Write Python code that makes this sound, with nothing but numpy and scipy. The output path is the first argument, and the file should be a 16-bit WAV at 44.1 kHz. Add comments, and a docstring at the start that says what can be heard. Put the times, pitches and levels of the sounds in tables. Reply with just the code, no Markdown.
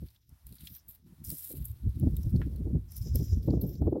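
"""A large lizard pushes through dry leaves and grass: shaped noise full of tiny crackles makes the scrapes,
short noise bursts with a rough ring make the leaf snaps, and decaying tones make one twig knock.
Gusts of wind buffet the single microphone in low lumpy bursts, made of noise in three bands.
Behind it all is a faint outdoor hiss of coloured noise that dips at times."""
import sys
import numpy as np
from scipy import signal
from scipy.fft import rfft, irfft, next_fast_len
from scipy.io import wavfile
from scipy.ndimage import uniform_filter1d, map_coordinates

SR = 44100
rng = np.random.default_rng(int(sys.argv[2]) if len(sys.argv) > 2 else 0)


def decibels_to_gain(level_db):
    """Convert a level in decibels to a linear amplitude gain (20 dB per decade)."""
    exponent = np.asarray(level_db, float) / 20
    return 10 ** exponent


def log_audio(samples):
    """Write samples as a 16-bit WAV file to the path given in sys.argv[1]."""
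    # one column per channel
    frames = np.atleast_2d(samples).T
    # limit to full scale, then quantise
    limited = np.clip(frames, -1, 1)
    pcm = np.round(limited * 32767).astype(np.int16)
    wavfile.write(sys.argv[1], SR, pcm)


N = 176400  # samples, four seconds


def unit(x):
    """Scale to rms 1."""
    return x / np.sqrt(np.mean(x ** 2) + 1e-20)


def curves(rows):
    """Straight lines between the rows: one value per sample for each column after the time."""
    times, *columns = np.transpose(rows)
    t = np.arange(N) / SR
    return [np.interp(t, times, column) for column in columns]


def wobble(rate):
    """A smooth curve through random points, rate points a second (below 100)."""
    return map_coordinates(rng.standard_normal(400), [np.arange(N) * rate / SR])


def coloured(x, points):
    """Filter x to a spectrum of (Hz, dB) points; white noise of rms 1 keeps rms 1."""
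    hz, db = np.transpose(points)
    size = next_fast_len(N + 8192)
    bins_hz = np.fft.rfftfreq(size, 1 / SR)
    # the points are joined along a logarithmic pitch axis
    gain = decibels_to_gain(np.interp(np.log(bins_hz + 1), np.log(hz + 1), db, left=-120, right=-120))
    return irfft(rfft(x, size) * unit(gain), size)[:N]


def even(x, window_s):
    """Noise with its own slow swells ironed out."""
    level = uniform_filter1d(x ** 2, int(window_s * SR))
    return unit(x / np.sqrt(np.abs(level) + 1e-9))


# Leaves dragged by the body: (start [s], end [s], treble at start [dB], treble at end [dB],
# middle at start [dB], top over treble [dB])
DRAGS = [(0, 0.149, -67.5, -79.5, -78, -9.5), (0.46, 0.583, -68, -64, -78, -8),
         (0.588, 0.673, -62.5, -52.5, -69, -18), (0.668, 0.767, -66, -57.5, -69.5, 9.5),
         (0.879, 0.953, -55.5, -69, -77, 5.5), (1.238, 1.529, -41, -44, -63.5, -12),
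         (1.546, 1.628, -55, -65.5, -73.5, 0), (1.641, 1.735, -48.5, -71.5, -71.5, 5.5),
         (1.737, 2.15, -76, -69, -83, -23), (2.17, 2.596, -63, -83.5, -78, -12),
         (2.904, 2.95, -53, -60.5, -75, -14.5), (2.956, 3.055, -51, -67.5, -75, 1),
         (3.066, 3.17, -69.5, -72.5, -75, -3.5), (3.141, 3.382, -54.5, -73, -70, -1),
         (3.419, 3.61, -65.5, -84.5, -75, 0.5), (3.609, 3.641, -49.5, -75, -67, 17.5),
         (3.662, 3.774, -58, -84.5, -75, 10.5), (3.78, 3.954, -83.5, -81, -99, -2)]
DRAG_ATTACK_S, DRAG_RELEASE_S = 0.005, 0.011  # time constants of the start and of the fade after the end
STILL_DB = -86.5  # level between drags


def drags():
    """Treble, middle and top level in dB: each drag starts quickly, fades or grows and dies off after its end."""
    t = np.arange(N) / SR
    gain = np.zeros((3, N))
    for start, end, first_db, last_db, middle_db, top_db in DRAGS:
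        treble_db = np.interp(t, [start, end], [first_db, last_db])
        # the middle follows only a third of the treble's change
        bands_db = np.array([treble_db, middle_db + 0.33 * (treble_db - first_db), treble_db + top_db])
        attack = 1 - np.exp(np.minimum(start - t, 0) / DRAG_ATTACK_S)
        release = np.exp(np.minimum(end - t, 0) / DRAG_RELEASE_S)
        gain += attack * release * decibels_to_gain(bands_db)
    return 20 * np.log10(gain + decibels_to_gain(STILL_DB))


# Grass blades brushing, a narrow sizzle: (time [s], level [dB])
GRASS = [(.66, -87), (.68, -69), (.8, -71), (.83, -89.5), (1.23, -89), (1.25, -54.5), (1.52, -69),
         (1.54, -97), (2.23, -75), (2.45, -82), (2.87, -98), (2.89, -64.5), (3.33, -58), (3.4, -73.5),
         (3.79, -70), (3.83, -101)]
# Tone of the bright scrape, also used by the snaps: (frequency [Hz], relative level per Hz [dB])
TREBLE_TONE = [(4410, -41), (7500, -5), (8360, -3), (9560, 2.5), (10900, 1.5), (12700, 8.5), (15100, 0),
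               (15800, 6)]
# Tone of the duller scrape: (frequency [Hz], relative level per Hz [dB])
MIDDLE_TONE = [(760, -57), (1300, -12.5), (2850, -9.5), (3350, -5.5), (3840, -3.5), (5000, -7),
               (6500, -17.5), (11000, -120)]
# Tone of the thin fizz of the driest leaves: (frequency [Hz], relative level per Hz [dB])
TOP_TONE = [(11700, -26), (12100, 4), (13500, -1), (15800, -6)]
# Tone of the grass blades: (frequency [Hz], relative level per Hz [dB])
BLADES_TONE = [(4500, -42), (5000, -2), (6000, -4), (6300, -12), (7600, -9.5), (7900, -39)]
CRACKLES_PER_S, CRACKLE_SPREAD_DB = 250, 5  # average number drawn for each tone, spread of their sizes
CRACKLE_SHARE, CRACKLE_S = 0.34, 0.001  # part of the loudness that crackles, time constant of their decay


def rustle():
    """Leaves and grass rub: scraping noise that flares in tiny crackles of uneven size, in four tones."""
    levels_db = [*drags(), *curves(GRASS)]
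    size_db = CRACKLE_SPREAD_DB * np.clip(rng.standard_normal((4, N)), -2, 2)
    crackles = decibels_to_gain(size_db) * (rng.random((4, N)) < CRACKLES_PER_S / SR)
    crackles = crackles + 0.43 * crackles[0]  # some crackles are heard in every tone
    flare = signal.lfilter([1], [1, -np.exp(-1 / (CRACKLE_S * SR))], crackles)
    loudness = CRACKLE_SHARE * unit(flare) + 1 - CRACKLE_SHARE
    rub = loudness * decibels_to_gain(2.8 * wobble(46)) * rng.standard_normal((4, N))
    tones = (TREBLE_TONE, MIDDLE_TONE, TOP_TONE, BLADES_TONE)
    return sum(coloured(unit(x) * decibels_to_gain(db), tone) for x, db, tone in zip(rub, levels_db, tones))


# Leaf snaps: (time [s], crack level before its rise and tone [dB], ring over crack [dB], ring pitch [Hz])
SNAPS = [(0.0839, -50.5, -3, 4090), (0.16, -54.5, 0, 3800), (0.292, -45, -18.5, 5370),
         (0.467, -29.5, -32, 4250), (0.5241, -34.5, -17, 4140), (0.5827, -56.5, 7, 4220),
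         (0.6064, -38, -11, 3920), (0.6707, -35.5, 2, 3415), (0.6984, -38, -23, 4170),
         (0.749, -34, -15, 5530), (0.884, -34, -36, 3340), (0.908, -32, -28, 3600),
         (1.3016, -16, -21.5, 4570), (1.515, -29, -45, 3940), (1.5694, -31, -23, 2850),
         (1.6531, -18.5, -58, 4500), (1.714, -36, -32, 3580), (1.997, -30.5, -29, 3200),
         (2.166, -25.5, -20.5, 3630), (2.231, -36, -13, 5560), (2.304, -40, -30, 4360),
         (2.3602, -42.5, -4, 4420), (2.5599, -37, -18.5, 4160), (2.919, -32, -17.5, 5380),
         (2.9656, -22.5, -20.5, 5430), (2.9765, -30.5, -16, 5680), (3.0153, -39, -12, 4900),
         (3.023, -33.5, -11, 5100), (3.1558, -16, -20.5, 5370), (3.4286, -48, -5, 5200),
         (3.5035, -54.5, 10, 4350), (3.614, -32, -13, 4330), (3.6914, -45.5, -5, 5630),
         (3.7522, -48, -3, 4650), (3.8185, -45.5, -18.5, 4000)]
SNAP_RISE_S = 0.0029  # time constant of the rise
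CRACK_S, LEAF_RING_S = 0.011, 0.021  # time to fall 60 dB


def snaps():
    """Each snap is a bright crack of noise and a short ring of the leaf, roughened by a jittery phase."""
    crack, ring = np.zeros((2, N + SR))
    t = np.arange(SR // 20) / SR
    rise = 1 - np.exp(-t / SNAP_RISE_S)
    for s, db, ring_db, hz in SNAPS:
        place = slice(round(s * SR), round(s * SR) + len(t))
        noise, jitter = rng.standard_normal((2, len(t)))
        crack[place] += decibels_to_gain(db - 60 * t / CRACK_S) * rise * noise
        phase = 2 * np.pi * hz * t + 0.26 * np.cumsum(jitter)
        ring[place] += decibels_to_gain(db + ring_db - 60 * t / LEAF_RING_S) * rise * np.sin(phase)
    ring_tone = [(1200, -28.5), (2000, -5.5), (7500, 1.0), (10000, -49.5)]
    return coloured(crack[:N], TREBLE_TONE) + coloured(ring[:N], ring_tone)


# Twig knock: (time [s], level that the parts below are set against [dB])
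TWIG = [(2.417, -49.5)]
# Ringing tones of the wood: (frequency [Hz], level over the knock's [dB], time to fall 60 dB [s])
WOOD = [(1070, 6, 0.014), (1440, 8, 0.0094), (1770, 10, .012)]
SCUFF_DB, SCUFF_S = -3.5, 0.12  # grit against the knock's level before its tone, time to fall 60 dB


def twig():
    """A dull wooden knock of decaying sines with a short gritty scuff of noise behind it."""
    knock, grit = np.zeros((2, N))
    t = np.arange(SR // 5) / SR
    for s, db in TWIG:
        place = slice(round(s * SR), round(s * SR) + len(t))
        for hz, tone_db, fall_s in WOOD:
            knock[place] += decibels_to_gain(db + tone_db - 60 * t / fall_s) * np.sin(2 * np.pi * hz * t)
        grit[place] += decibels_to_gain(db + SCUFF_DB - 60 * t / SCUFF_S) * rng.standard_normal(len(t))
    grit_tone = [(900, -17.5), (1400, -0.5), (2500, -4.0), (4200, -14.5), (5000, -50.0)]
    return knock + coloured(grit, grit_tone)


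# Steady wind on the microphone beneath the buffets: (time [s], rumble level [dB], flutter level [dB])
STEADY_WIND = [(0, -66, -84), (.25, -72, -91.5), (1.45, -62.5, -80), (2.1, -51, -68), (2.72, -37, -53),
               (2.9, -48.5, -78), (3.44, -38.5, -56.5), (3.52, -34, -43), (3.64, -36, -38),
               (3.75, -52.5, -56.5), (4, -61, -43.5)]
STEADY_BODY_DB = -11  # body of the steady wind over its rumble
# Buffets, eddies that strike the microphone: (peak time [s], body level [dB],
# rumble over body [dB], flutter over body [dB])
BUFFETS = [(0.03, -42, 3.5, -9.5), (0.323, -56.5, 5.5, -21), (0.472, -60, 14.5, -15),
           (0.523, -48.5, -3.5, -12.5), (0.636, -50, 1, -21), (0.721, -56, 3.5, -17), (0.892, -63, 5, -6),
           (1.064, -51, -15, -31), (1.123, -52, -8, -13), (1.22, -46.5, -2.5, -24), (1.288, -47, 5.5, -18),
           (1.326, -43.5, -34, -6), (1.511, -61, -21, 14.5), (1.542, -56.5, -14, 9), (1.573, -43.5, 1, -14),
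           (1.616, -38.5, 4.5, -31), (1.707, -56.5, 20.5, -28), (1.848, -51, 10, -10),
           (1.873, -32.5, 10, -21), (1.97, -41, 6, -18), (2.033, -25, -2.5, -13.5),
           (2.072, -27.5, 3, -11.5), (2.141, -31.5, 4, -17), (2.192, -34.5, 6, -19.5),
           (2.268, -36, 10.5, -9), (2.355, -24, 3, -18), (2.406, -29, 0.5, -10.5), (2.467, -31, 0.5, -19),
           (2.542, -45, 12.5, -23), (2.611, -34.5, 3, -11.5), (2.668, -39.5, 9, 2), (2.707, -44.5, 3, 2.5),
           (2.754, -23.5, -1.5, -12.5), (3.009, -52.5, 21.5, -25), (3.067, -36.5, -21, -9),
           (3.114, -44.5, 18, -28), (3.157, -34.5, 11, -1.5), (3.213, -29.5, 1, -10),
           (3.328, -37, 16, -4.5), (3.377, -33, 6, -18), (3.485, -33, 1.5, 0), (3.505, -24, -4.5, -9.5),
           (3.537, -28.5, -8, -0.5), (3.575, -29.5, 0.5, -14), (3.65, -27.5, -14.5, -12),
           (3.694, -39.5, 2.5, -3.5), (3.754, -38.5, -8, -10), (3.823, -28, 2, 1), (3.857, -40.5, 11.5, 5),
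           (3.876, -32.5, 6, 4.5), (3.927, -39, -2.5, 7), (3.96, -41, -15, 13), (3.98, -45.5, -22, 11)]
# (60 dB rise, 60 dB fall) of a buffet in each band, in seconds
RUMBLE_S, BODY_S, FLUTTER_S = (0.13, 0.17), (0.12, 0.1), (0.045, 0.091)
ROUND_S = 0.0035  # rounded top of a buffet


def wind_power():
    """Power of rumble, body and flutter: a steady flow plus buffets that swell and die around their peaks."""
    rumble_db, flutter_db = curves(STEADY_WIND)
    power = decibels_to_gain(2 * np.array([rumble_db, rumble_db + STEADY_BODY_DB, flutter_db]))
    t = np.arange(N) / SR
    for s, body_db, rumble_over, flutter_over in BUFFETS:
        near = slice(max(round(s * SR) - SR // 4, 0), round(s * SR) + SR // 4)
        from_peak = t[near] - s
        distance = np.hypot(from_peak, ROUND_S) - ROUND_S
        bands = zip(power, (rumble_over, 0, flutter_over), (RUMBLE_S, BODY_S, FLUTTER_S))
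        for row, over_db, (rise, fall) in bands:
            slope_s = np.where(from_peak < 0, rise, fall)
            row[near] += decibels_to_gain(body_db + over_db - 60 * distance / slope_s) ** 2
    return power


# Tone of the lowest wind band: (frequency [Hz], relative level per Hz [dB])
RUMBLE_TONE = [(20, -18), (42, -13.5), (59, 5.5), (130, -6), (170, -67.5)]
# Tone of the middle wind band: (frequency [Hz], relative level per Hz [dB])
BODY_TONE = [(70, -23.5), (110, 1), (140, 10.5), (300, -8), (380, -17)]
# Tone of the upper wind band: (frequency [Hz], relative level per Hz [dB])
FLUTTER_TONE = [(220, -1), (300, 3.5), (500, -8), (800, -30), (1300, -52)]
# Tone of the rasp that strong flutter adds higher up: (frequency [Hz], relative level per Hz [dB])
RASP_TONE = [(550, 7.5), (800, -4), (1500, -31.5)]
QUICK_RATE, QUICK_DB = 80, 2.5  # random points a second of the small lumps, and their depth
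RASP_DB = 14  # gain on the flutter's power


def wind():
    """Turbulence as three bands of noise; the rasp follows the flutter's power, so strong gusts rasp most."""
    power = wind_power()
    lumps_db = QUICK_DB * wobble(QUICK_RATE)
    noise = rng.standard_normal((4, N))
    rumble = even(coloured(noise[0], RUMBLE_TONE), 0.041)
    body = unit(decibels_to_gain(0.5 * lumps_db) * even(coloured(noise[1], BODY_TONE), 0.027))
    flutter = unit(decibels_to_gain(lumps_db) * even(coloured(noise[2], FLUTTER_TONE), 0.02))
    rasp = decibels_to_gain(lumps_db) * even(coloured(noise[3], RASP_TONE), 0.018)
    bands = np.sum(np.sqrt(power) * [rumble, body, flutter], axis=0)
    return bands + decibels_to_gain(RASP_DB) * power[2] * rasp


# Tone of the outdoor hiss: (frequency [Hz], relative level per Hz [dB])
HISS_TONE = [(350, -45.5), (600, -7), (892, -6.5), (2520, -14), (4360, -15.5), (6580, -17.5), (12700, -9.5),
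             (15800, -15)]
# Rise and dip of the hiss, added to HISS_DB: (time [s], level [dB])
HISS_SWELL = [(0, 4.5), (.16, 0.5), (.28, -22), (.3, 5.5), (.98, 5), (1.0, -1.5), (1.05, -8), (1.07, 7.5),
              (2.6, 9.5), (2.85, 5.5), (2.9, 10.5), (3.8, -1), (4, 1)]
HISS_DB = -80.5  # level before the swell


def hiss():
    """Faint air: coloured noise whose level rises and dips at times."""
    swell_db = curves(HISS_SWELL)[0]
    return decibels_to_gain(HISS_DB + swell_db) * coloured(rng.standard_normal(N), HISS_TONE)


def scene():
    """All sources added up at one microphone."""
    return (rustle() + snaps() + twig() + wind() + hiss())[None]


def top_cut(x):
    """Nothing passes above the cut-off."""
    return signal.sosfilt(signal.butter(12, 16520, fs=SR, output="sos"), x)


def record(dry):
    """Turn the finished mix into the sound that is stored."""
    return top_cut(dry)


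dry = scene()
out = record(dry)
log_audio(out)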